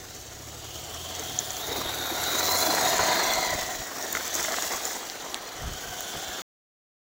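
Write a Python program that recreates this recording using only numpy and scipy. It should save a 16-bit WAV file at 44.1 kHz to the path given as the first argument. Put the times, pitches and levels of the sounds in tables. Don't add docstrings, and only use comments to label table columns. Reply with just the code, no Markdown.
import sys
import numpy as np
from scipy import signal
from scipy.fft import rfft, irfft
from scipy.io import wavfile
from scipy.ndimage import uniform_filter1d

SR = 44100
rng = np.random.default_rng(int(sys.argv[2]) if len(sys.argv) > 2 else 0)


def how_loud(loudness_db):
    steps = np.asarray(loudness_db, float) / 20
    return 10 ** steps


def transcribe(signal):
    frames = np.atleast_2d(signal).T
    limited = np.clip(frames, -1, 1)
    pcm = np.round(limited * 32767).astype(np.int16)
    wavfile.write(sys.argv[1], SR, pcm)


N = 313992

# start_s, loudness_db, tyre_scrub_db, throttle_db, shell_ringing_share
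DRIVE = [(0, -48, .5, -1.5, .3), (.45, -50, 2.5, 0.5, 0.37), (.9, -45, 1.5, 1.5, 0.43),
         (1.45, -42.5, 2.5, 1.5, 0.47), (1.85, -37.5, -5.5, 1, 0.2), (2.15, -35.5, -3, 0, 0.18),
         (2.45, -31.5, -1, -.5, 0.37), (2.85, -27, -4.5, -5.5, 0.5), (3.2, -30.5, -3, -1, 0.2),
         (3.5, -34, -2, -2, .5), (3.9, -41, -0.5, -5, 0.23), (4.4, -35.5, 4.8, -1.5, .05),
         (4.62, -34, 2.5, -4.5, 0.08), (4.95, -38.5, 1.5, -4, 0.07), (5.2, -42, -2.5, -4, 0.18),
         (5.55, -43, -3, -3.5, 0.29), (6.15, -42, 1.5, 1, 0.38), (6.42, -40.5, -2, -1, 0.18)]
# start_s, mesh_hz, nose_on (0-1), tooth_load (0-1), tail_on (0-1)
GEAR_MESH = [(0, 2914, 0.03, 0.16, 0), (.6, 2960, .02, .4, 0), (.8, 3084, 0.4, .7, .02),
             (1.58, 3260, 0.3, 0.5, .02), (1.63, 3720, .55, 0.6, .05), (2.05, 3730, .65, .7, 0.2),
             (2.382, 3893, .7, 0.3, 0.27), (2.519, 4067, 0.95, 0.6, 0.4), (2.721, 4130, 0.95, 0.45, 0),
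             (3.05, 4196, 0.16, .6, 0.2), (3.3, 4150, 0.5, .6, 0.9), (3.6, 3946, 0.2, 0.11, 1),
             (3.78, 3800, 0.2, 0, 0.55), (5.499, 2963, 0, 0, 0), (5.62, 3050, .35, 0.4, 0.25),
             (6.42, 3240, 0.25, 1, .2)]
# centre_s, underneath_db, crunch_db, width_s
JOLTS = [(.41, 4, 0, 0.013), (1.2, 2.5, 1.5, 0.039), (1.71, 2.5, 2, 0.038), (1.79, 1.5, 3, 0.039),
         (2.11, -1, 0.5, 0.022), (2.75, 0, 0.5, 0.038), (2.9, -2, 0, .015), (2.97, -4, -2, .012),
         (3.047, -3, 0, .01), (4.4, 2, 0, .015), (4.43, -3, -1, .012), (4.74, 2, 1, .012),
         (3.99, 1.5, 1.5, .03), (4.05, 2.5, 0, 0.017), (4.16, 2.5, 1, 0.024), (4.27, 0, 1, 0.017),
         (4.31, -1.5, -4, .025), (4.36, 1, 2, 0.039), (4.52, 1.5, -1, 0.039), (4.65, 1.5, 3, 0.02),
         (4.68, -3.5, -0.5, 0.015), (4.81, -1.5, -3, 0.039), (4.86, 1.5, 1.5, 0.016),
         (5.03, -1, -2.5, 0.03), (5.48, -0.5, 1.5, 0.019), (5.77, -0.5, 1, .04), (6.16, 3, -1, 0.022)]
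# pitch_hz, density_db (per Hz)
THUD = [(110, -28), (170, -7.5), (250, -3), (340, 0.5), (480, -0.5), (600, -10), (800, -34.5)]
# pitch_hz, density_db (per Hz)
SHELL = [(400, -30.5), (520, -2.5), (800, 5), (1150, 3.5), (1450, 3), (2100, 1.5), (2500, -5),
         (3000, -30.5)]
# pitch_hz, width_hz, level_db
SHELL_MODES = [(643.5, 110, 23.5), (735.3, 64, 23.5)]
# pitch_hz, density_db (per Hz)
CRUNCH = [(4300, -12.5), (4800, -10), (5300, -4), (5700, -3.5), (7500, -5.5), (8100, -9), (9300, -19.5)]
# pitch_hz, width_hz, level_db
PLATE_MODES = [(6080, 1100, -4.5), (6860, 810, -1.5)]
# pitch_hz, density_db (per Hz)
GRIT = [(5180, -41.5), (8800, -17.5), (10000, -3.5), (11500, -5), (13200, -5.5), (14600, 2.5), (15850, 3),
        (16050, -38.5)]

# pitch_hz, density_db (per Hz)
GEARBOX = [(2300, -12.5), (2700, -5.5), (3300, -0.5), (4400, -1), (4900, -4.5), (5500, -26)]
# start_s, length_s, from_hz, to_hz,
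# top_db
AXLE = [
    (2.78, .2, 3760, 3720, -35),
    (3.04, .16, 3720, 3680, -39),
    (3.18, .18, 3430, 3380, -40),
    (2.55, .2, 3450, 3450, -42),
    (2.4, 0.77, 4580, 5300, -46),
    (2.72, 0.6, 1900, 1600, -40),
    (1.9, 0.74, 1440, 1380, -43),
    (2.2, .32, 3880, 3870, -40),
        (5.62, .9, 1540, 1440, -48),
    (5.9, .65, 3480, 3500, -48.5),
    (.9, .6, 3150, 3550, -49),
]
# start_s, length_s, from_hz, to_hz, top_db
SIDE_PANEL = [
    (2.27, .5, 990, 990, -42),
    (2.6, 1.05, 960, 1000, -40),
    (2.15, 1.75, 742, 750, -39.5),
    (2.4, 1.4, 650, 645, -40.5),
    (5.65, .95, 750, 760, -49),
]
# start_s, length_s, from_hz, to_hz, top_db
COVER_RING = (1.5, 1.1, 11300, 11800, -52)

# start_s, peak_db, pitch_hz,
# t60_s
TICKS = [(1.5667, -20.5, 6000, 0.0085), (1.7785, -24, 6570, 0.0086), (2.2385, -18.5, 7300, 0.0058),
         (2.2924, -32, 5660, 0.0093), (2.3904, -18, 6470, 0.0098), (2.5726, -16, 7220, 0.0092),
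         (2.8774, -17, 6870, 0.014), (2.9814, -16, 7150, 0.0069), (3.336, -17, 5985, 0.0092),
         (4.025, -22, 6640, 0.0082), (4.1283, -17.5, 7180, 0.0056), (4.1493, -21, 6560, 0.008),
         (4.1587, -22, 5980, 0.008), (4.2784, -20, 7500, 0.0071), (4.3288, -23, 6150, 0.006),
         (4.352, -13, 6780, 0.0056), (4.442, -17.5, 6850, 0.0083), (4.6222, -15, 6750, 0.0096),
         (4.7708, -21, 6650, 0.0079), (4.8323, -24, 6840, 0.0084), (4.8525, -14, 7150, 0.008),
         (4.9319, -23, 6450, 0.008),
         (0.946, -26, 6030, 0.0055),
    (1.1497, -24, 6300, 0.012),
    (1.1944, -19, 6400, 0.0089),
    (1.3309, -29, 6130, 0.0094),
]
# start_s, peak_db, pitch_hz, t60_s
BIG_TICKS = [
    (1.3886, -8, 6860, .011),
    (1.3898, -25, 3900, .008),
    (1.505, -18, 6800, .012),
    (6.0062, -22, 7300, .008),
]
# start_s, peak_db
FLICKS = [(1.7509, -27), (1.7784, -27.5), (2.4518, -23), (2.6055, -24.5), (2.6638, -29.5), (3.3353, -16),
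          (3.4031, -29), (3.4421, -28), (4.0123, -29), (4.0243, -27), (4.1265, -13.5), (4.2769, -24),
          (4.358, -27), (4.6224, -29.5), (4.8534, -33), (6.0065, -19)]
# start_s, peak_db, pitch_hz, t60_s
KNOCKS = [(2.991, -14, 1000, 0.027), (4.1505, -13, 1400, 0.014), (4.1694, -15, 1380, 0.015),
          (4.4463, -20, 1414, 0.022), (4.4817, -22, 1360, 0.022), (4.541, -17.5, 1340, 0.016),
          (4.584, -17, 1090, 0.013), (4.622, -28, 1180, 0.015), (4.734, -24, 1420, 0.015),
          (4.395, -21, 1360, 0.014), (4.415, -23, 910, .02), (4.512, -22, 800, .02),
          (4.64, -24, 1300, 0.016), (5.028, -25.5, 804, 0.023), (6.0065, -30, 1200, .015)]
# start_s, peak_db, pitch_hz
DRUMS = [(2.398, -27, 751), (2.421, -27, 724), (2.446, -26, 713), (2.486, -24, 732), (2.575, -22, 756),
         (2.633, -28, 686), (2.684, -21, 740), (2.733, -22, 665), (2.788, -21, 743), (2.826, -20, 740),
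         (2.853, -17, 746), (2.908, -21, 673), (2.939, -23, 641), (2.996, -22, 754), (3.026, -20, 624),
         (3.102, -21, 746), (3.142, -26, 748), (3.168, -25, 738), (3.21, -25, 681), (3.291, -24, 751),
         (3.37, -23, 638), (3.425, -25, 641), (3.446, -27, 764), (3.475, -27, 743), (3.526, -26, 651),
         (4.317, -37, 627), (4.353, -30, 630), (4.387, -31, 670), (4.482, -27, 649), (4.527, -30, 689),
         (4.579, -27, 697), (4.645, -31, 665), (4.709, -29, 711), (4.734, -32, 703), (4.778, -34, 646),
         (4.831, -34, 643), (4.875, -30, 759)]
# start_s, peak_db, pitch_hz
BED = [(2.446, -29, 996), (2.488, -25, 953), (2.534, -26, 1010), (2.559, -27, 974), (2.634, -27, 969),
       (2.664, -30, 950), (2.725, -23, 972), (2.764, -26, 956), (2.801, -25, 985), (2.832, -23, 953),
       (2.874, -25, 974), (2.914, -26, 999), (2.953, -31, 1050), (2.992, -19, 1000), (3.063, -22, 985),
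       (3.101, -20, 972), (3.142, -25, 958), (3.178, -24, 958), (3.219, -26, 950), (3.248, -27, 1060),
       (3.328, -25, 993), (3.367, -28, 993), (3.445, -28, 980), (3.484, -32, 1000), (3.519, -30, 1000),
       (3.589, -31, 985)]
# start_s, peak_db, pitch_hz
RAPS = [(4.2592, -31, 2010), (4.2782, -30, 1810), (4.3305, -33, 1980), (4.3944, -28, 1590),
        (4.4458, -21, 2060), (4.4827, -26, 2080), (4.5136, -28, 1870), (4.5401, -23, 1620),
        (4.5655, -25, 2010), (4.583, -22, 2080), (4.6224, -26, 1930), (4.7366, -30, 1920),
        (4.7775, -31, 1910), (4.8548, -29, 2050), (4.9087, -30, 2150), (4.9621, -33, 1540)]
# start_s, peak_db, pitch_hz
RUTS = [(1.679, -32, 479), (1.71, -29, 460), (1.758, -32, 398), (1.848, -32, 353), (1.938, -33, 428),
        (1.992, -32, 361), (2.112, -25, 339), (2.326, -30, 404), (2.453, -31, 355), (2.485, -33, 406),
        (2.545, -28, 493), (2.629, -27, 455), (2.677, -25, 312), (2.738, -26, 436)]
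# start_s, peak_db, pitch_hz, t60_s
BUMPS = [
    (1.687, -33, 110, .06),
    (1.78, -30, 335, 0.044),
    (1.86, -33, 80.4, 0.039),
]
# start_s, peak_db, pitch_hz
GRINDS = [(2.4853, -21, 4080), (2.5137, -19, 3990), (2.61, -20, 4090), (2.6643, -21, 4080),
          (2.7417, -20, 4020), (2.799, -22, 4220), (2.8684, -18, 3740), (2.9048, -20, 3700),
          (3.0859, -21, 4100), (3.1258, -21, 3700), (3.3353, -17, 4130), (3.4476, -21, 4020)]
# start_s, level_db, from_hz, to_hz, length_s
SNAPS = [
    (5.3437, -13, 10000, 2400, .0014),
    (5.3436, -17, 16000, 5000, .0008),
    (5.099, -18.5, 10000, 3000, .001),
]

# start_s, firing_half_order_hz, engine_load_db, upper_orders_db (muffled by trees)
CAR = [(0.1, 29.9, -12, -4), (0.43, 35.6, -2, -0.5), (.8, 38.5, -2, 1.5), (1.18, 43.9, 3, -5),
       (1.34, 37.9, -8, 6.5), (1.6, 31.5, -15, -5), (1.71, 34.7, -2, 3), (2.1, 39, -2, -1.5),
       (2.47, 43.6, 1.5, 0), (2.6, 43.6, 1, -9.5), (2.88, 41, -6.5, 3)]
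ORDERS_DB = (-50.5, -54, -58.5)
ORDERS_LOAD = (1., .05, .05)
# start_s, length_s, from_hz, to_hz, top_db
CAR_FAR = (3.75, 1.4, 92, 68, -58.5)
# centre_s, peak_db, width_s
GUSTS = [(3.03, -47, .12), (3.27, -51, .04), (3.38, -39, 0.026), (3.52, -42, 0.062), (3.65, -49.5, .08),
         (3.8, -46, .03), (4.15, -58, .06), (4.41, -54, .03), (4.74, -53, 0.022), (5.66, -37.5, 0.055),
         (5.73, -38.5, .025), (5.88, -42, 0.027), (6.0, -56, 0.077), (6.17, -45.5, 0.024), (6.3, -53, .04)]
# pitch_hz, density_db (per Hz)
PUFF = [(15, -9.5), (40, -2.5), (75, -2.5), (160, -6), (300, -24.5)]
# pitch_hz, density_db (per Hz)
PARK = [(12, -43.5), (20, -9), (109, -2), (268, -16), (296, -8.5), (400, -9), (520, -32.5), (880, -120)]
# pitch_hz, density_db (per Hz)
LEAVES = [(7000, -30), (8200, -3), (11500, 0), (15800, 2), (16050, -40)]
# pitch_hz, width_hz, depth (0-1)
PORT_NOTCHES = [(9280, 450, .12), (13200, 450, .1)]
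# pitch_hz, width_hz, need (0-1)
STARVED = [(9300, 650, 1.), (11800, 300, .55), (13200, 550, .95)]


def tyres():
    level_db, scrub_db, _, ring = curves(DRIVE)
    land_db = sum(under_db * bell(s, width) for s, under_db, _, width in JOLTS)
    crack_db = sum(top_db * bell(s, width) for s, _, top_db, width in JOLTS)
    thud_db = -48 + 0.75 * (level_db + 42) + 2.06 * land_db
    crunch_db = level_db + scrub_db + crack_db
    nose = np.clip(curves(GEAR_MESH)[1], 0, 1)
    grit_db = crunch_db - 6.5 + 0.1 * (level_db + 42.5) + 3.5 * nose ** 3
    grit_db = grit_db + 4.5 * bell(1.85, 0.45) + 0.79 * chance(28)

    fine = 1 - 0.37 * bell(4.45, 0.41)
    under = gravel(2500, 2.44, 1.24 * fine, 1.3, 23.8) * wheel(1.1)
    top = gravel(1400, 4.0, 2.5 * fine, 1.3, 63.0) * wheel(1.1)
    top = patchy(top, 2.2, frames=22, bins=3)

    ring = np.clip(ring, 0, 1)
    dull = colour(patchy(under, 2.0, frames=20, bins=2), SHELL)
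    ringing = colour(under[::-1], SHELL, SHELL_MODES) * wheel(0.57)
    rumble = np.sqrt(1 - ring) * dull + np.sqrt(ring) * ringing
    low = how_loud(thud_db) * colour(under, THUD) + how_loud(level_db + land_db) * rumble
    crunch = how_loud(crunch_db) * colour(top, CRUNCH, PLATE_MODES)
    return low + crunch + how_loud(grit_db) * colour(top, GRIT)


def gears():
    hz, nose, load, tail = curves(GEAR_MESH)
    level_db, _, throttle_db, _ = curves(DRIVE)
    sharp = 0.64 * np.clip(nose, 0, 1)
    blurred = 0.4 * np.clip(load, 0, 1)

    wobbling_hz = hz * (1 + 0.012 * chance(14))
    whine = np.sqrt(sharp) * whistle(wobbling_hz, 85) + np.sqrt(blurred) * whistle(hz * 1.03, 350)
    rattle = colour(patchy(gravel(4000, 1.4, 1.8, 0.97, 35), 2.5, frames=24, bins=2), GEARBOX)
    mesh = whine * wheel(0.94) * how_loud(1.3 * chance(24))
    mesh = mesh + np.sqrt(np.maximum(1 - sharp - blurred, 0.04)) * rattle
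    third_db = -12.5 - 0.05 * np.maximum(hz - 3830, 0)
    third = whistle(11600 + 0.98 * (hz - 3800), 330) * how_loud(3 * chance(20.5))
    mesh = mesh + how_loud(third_db) * (0.3 + sharp) * third

    half = how_loud(level_db - 2.1) * tail * whistle(hz / 2, 80) * wheel(2) * how_loud(1.5 * chance(30))
    axle = sum(strand(*row, width_hz=61, throb_db=2.4) for row in AXLE)
    panels = sum(strand(*row, width_hz=24, throb_db=3.6) for row in SIDE_PANEL)
    cover = strand(*COVER_RING, width_hz=400, throb_db=2)
    return how_loud(level_db + throttle_db) * mesh + half + axle + panels + cover


def chassis_stones():
    flicks = [(s, db, 15500 - 48.5 * (db + 30.5), 0.006) for s, db in FLICKS]
    ticks = stones(TICKS, 0.99, -2, 0.0011, crack=0.45)
    big = stones(BIG_TICKS, 0.875, -1.5, 0.0008)
    return ticks + big + stones(flicks, 0.92, 0, 0.00054, crack=0.49)


def shell_stones():
    knocks = stones(KNOCKS, 1.48, -0.74, 0.001, crack=0.27)
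    drums = stones(with_decay(DRUMS + BED, -1.5, 0.1), 0.96, -8, 0.003, crack=0.15)
    return knocks + drums + stones(with_decay(RAPS, -5, 0.03), 0.78, -3, 0.0012, crack=0.3)


def chassis_thumps():
    return stones(BUMPS, 0.795, -2, 0.0055) + stones(with_decay(RUTS, -3, 0.08), 0.8, -6, 0.005)


def gearbox_grit():
    return stones(with_decay(GRINDS, -4, 0.035), 1.04, -4, 0.002, crack=0.4)


def snaps():
    out = np.zeros(N)
    for s, db, from_hz, to_hz, length in SNAPS:
        u = np.linspace(0, 1, round(length * SR))
        hz = from_hz * (to_hz / from_hz) ** u
        swell = 1.7 * u * np.sin(np.pi * u)
        out[round(s * SR):][:len(u)] = how_loud(db) * swell * np.sin(2 * np.pi * np.cumsum(hz) / SR)
    return out


def car():
    hz, load_db, muffle_db = curves(CAR)
    turns = np.cumsum(hz) / SR
    fade = np.clip((3 - np.arange(N) / SR) / 0.091, 0, 1)
    lines = np.zeros(N)
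    for order, db, share in zip((2, 3, 4), ORDERS_DB, ORDERS_LOAD):
        order_db = db + share * load_db + muffle_db * (order > 2) + 1.5 * chance(15)
        lines += how_loud(order_db) * np.sin(2 * np.pi * order * turns)
    return np.sqrt(2) * fade * lines + strand(*CAR_FAR, width_hz=8.45, throb_db=0)


def wind():
    breeze = how_loud(-64) * np.clip((np.arange(N) / SR - 2.8) / 0.21, 0, 1)
    blow = breeze + sum(how_loud(db) * bell(s, width) for s, db, width in GUSTS)
    return blow * colour(rng.standard_normal(N) * how_loud(3 * chance(25)), PUFF)


def park():
    recede = np.interp(np.arange(N) / SR, [2.6, 3.9], [1, 0.3])
    hum = how_loud(-52) * colour(rng.standard_normal(N), PARK) * recede
    leaves = colour(patchy(rng.standard_normal(N), 1.5, frames=8, bins=12), LEAVES)
    return hum + how_loud(-60 + 1.5 * chance(14)) * leaves


def gravel(per_s, spread_db, hiss, flicker_db, flicker_hz):
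    size = how_loud(spread_db * np.minimum(rng.exponential(1, N), 4.2)) * rng.standard_normal(N)
    cracks = evened(size * (rng.random(N) < per_s / SR))
    return (cracks + hiss * rng.standard_normal(N)) * how_loud(flicker_db * chance(flicker_hz))


def wheel(depth_db):
    turns = np.cumsum(curves(GEAR_MESH)[0]) / SR / 158
    return how_loud(depth_db * np.cos(2 * np.pi * turns))


def stones(rows, pair, pair_db, rise_s, crack=0):
    out, t = np.zeros(N), np.arange(4000) / SR
    for s, db, hz, t60 in rows:
        grit = uniform_filter1d(rng.standard_normal(len(t)), size=9) * 3
        ring = np.sin(2 * np.pi * hz * t) + how_loud(pair_db) * np.sin(2 * np.pi * hz * pair * t)
        ring *= 1 + crack * grit
        ring *= how_loud(-60 * t / max(t60, 0.002)) * (1 - np.exp(-(t / rise_s) ** 2))
        out[round(s * SR):][:len(t)] += how_loud(db) * ring / abs(ring).max()
    return out


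def with_decay(rows, gain_db, t60_s):
    return [(s, db + gain_db, hz, t60_s) for s, db, hz in rows]


def strand(start, length, from_hz, to_hz, top_db, width_hz, throb_db):
    u = np.clip((np.arange(N) / SR - start) / length, 0, 1)
    arch = how_loud(top_db - 20 * (2 * u - 1) ** 4) * (u % 1 > 0)
    return arch * whistle(from_hz + (to_hz - from_hz) * u, width_hz) * wheel(throb_db)


def whistle(hz, width_hz):
    turn = np.exp(2j * np.pi * np.cumsum(hz) / SR)
    return evened((turn * (chance(width_hz) + 1j * chance(width_hz))).real)


def patchy(x, patch_db, frames, bins):
    z = signal.stft(x, nperseg=512)[2]
    z = z * how_loud(patch_db * blotches(z.shape, bins, frames))
    return evened(signal.istft(z, nperseg=512)[1][:N])


def blotches(shape, bins, frames):
    field = uniform_filter1d(rng.standard_normal(shape), bins, axis=0)
    return evened(uniform_filter1d(field, frames, axis=1))


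def colour(x, points, modes=()):
    hz, (f, db) = np.fft.rfftfreq(N, 1 / SR), np.transpose(points)
    gain = how_loud(np.interp(np.log(hz + 1), np.log(f), db, left=-90, right=-90))
    bumps = 1 + sum(how_loud(db) / np.hypot(1, 2 * (hz - f) / w) ** 3 for f, w, db in modes)
    return evened(irfft(rfft(x) * gain * bumps, N))


def chance(hz):
    return evened(signal.lfilter(*signal.butter(2, hz, fs=SR), rng.standard_normal(N)))


def bell(s, width):
    return np.exp(-((np.arange(N) / SR - s) / width) ** 2)


def curves(rows):
    s, *columns = np.transpose(rows)
    return [np.interp(np.arange(N) / SR, s, c) for c in columns]


def evened(x):
    return x / np.sqrt(np.mean(x ** 2) + 1e-20)


def scene():
    hits = chassis_stones() + shell_stones() + chassis_thumps() + gearbox_grit() + snaps()
    return (tyres() + gears() + hits + car() + wind() + park())[None]


def starve(x):
    hz, _, z = signal.stft(x, SR, nperseg=1024)
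    need = sum(share * np.exp(-((hz - f) / width) ** 2) for f, width, share in STARVED)[:, None]
    luck = blotches(z.shape, 4, 3) + 0.6 * blotches(z.shape, 30, 40)
    holes = (luck > 3.3 - 2.1 * need) & (need > 0.1)
    return signal.istft(z * np.where(holes, how_loud(-30), 1), SR, nperseg=1024)[1][None, :N]


def top_cut(x):
    return signal.sosfilt(signal.butter(12, 16970, fs=SR, output="sos"), x)


def record(dry):
    hz = np.fft.rfftfreq(N, 1 / SR)
    port = np.prod([1 - depth * np.exp(-((hz - f) / width) ** 2) for f, width, depth in PORT_NOTCHES], axis=0)
    heard = irfft(rfft(dry) * port, N)
    smooth = signal.oaconvolve(heard, signal.firwin(511, 15800, fs=SR)[None], "same")
    mix = starve(smooth[0]) * (np.arange(N) < 6.4198 * SR)
    return top_cut(mix)


dry = scene()
out = record(dry)
transcribe(out)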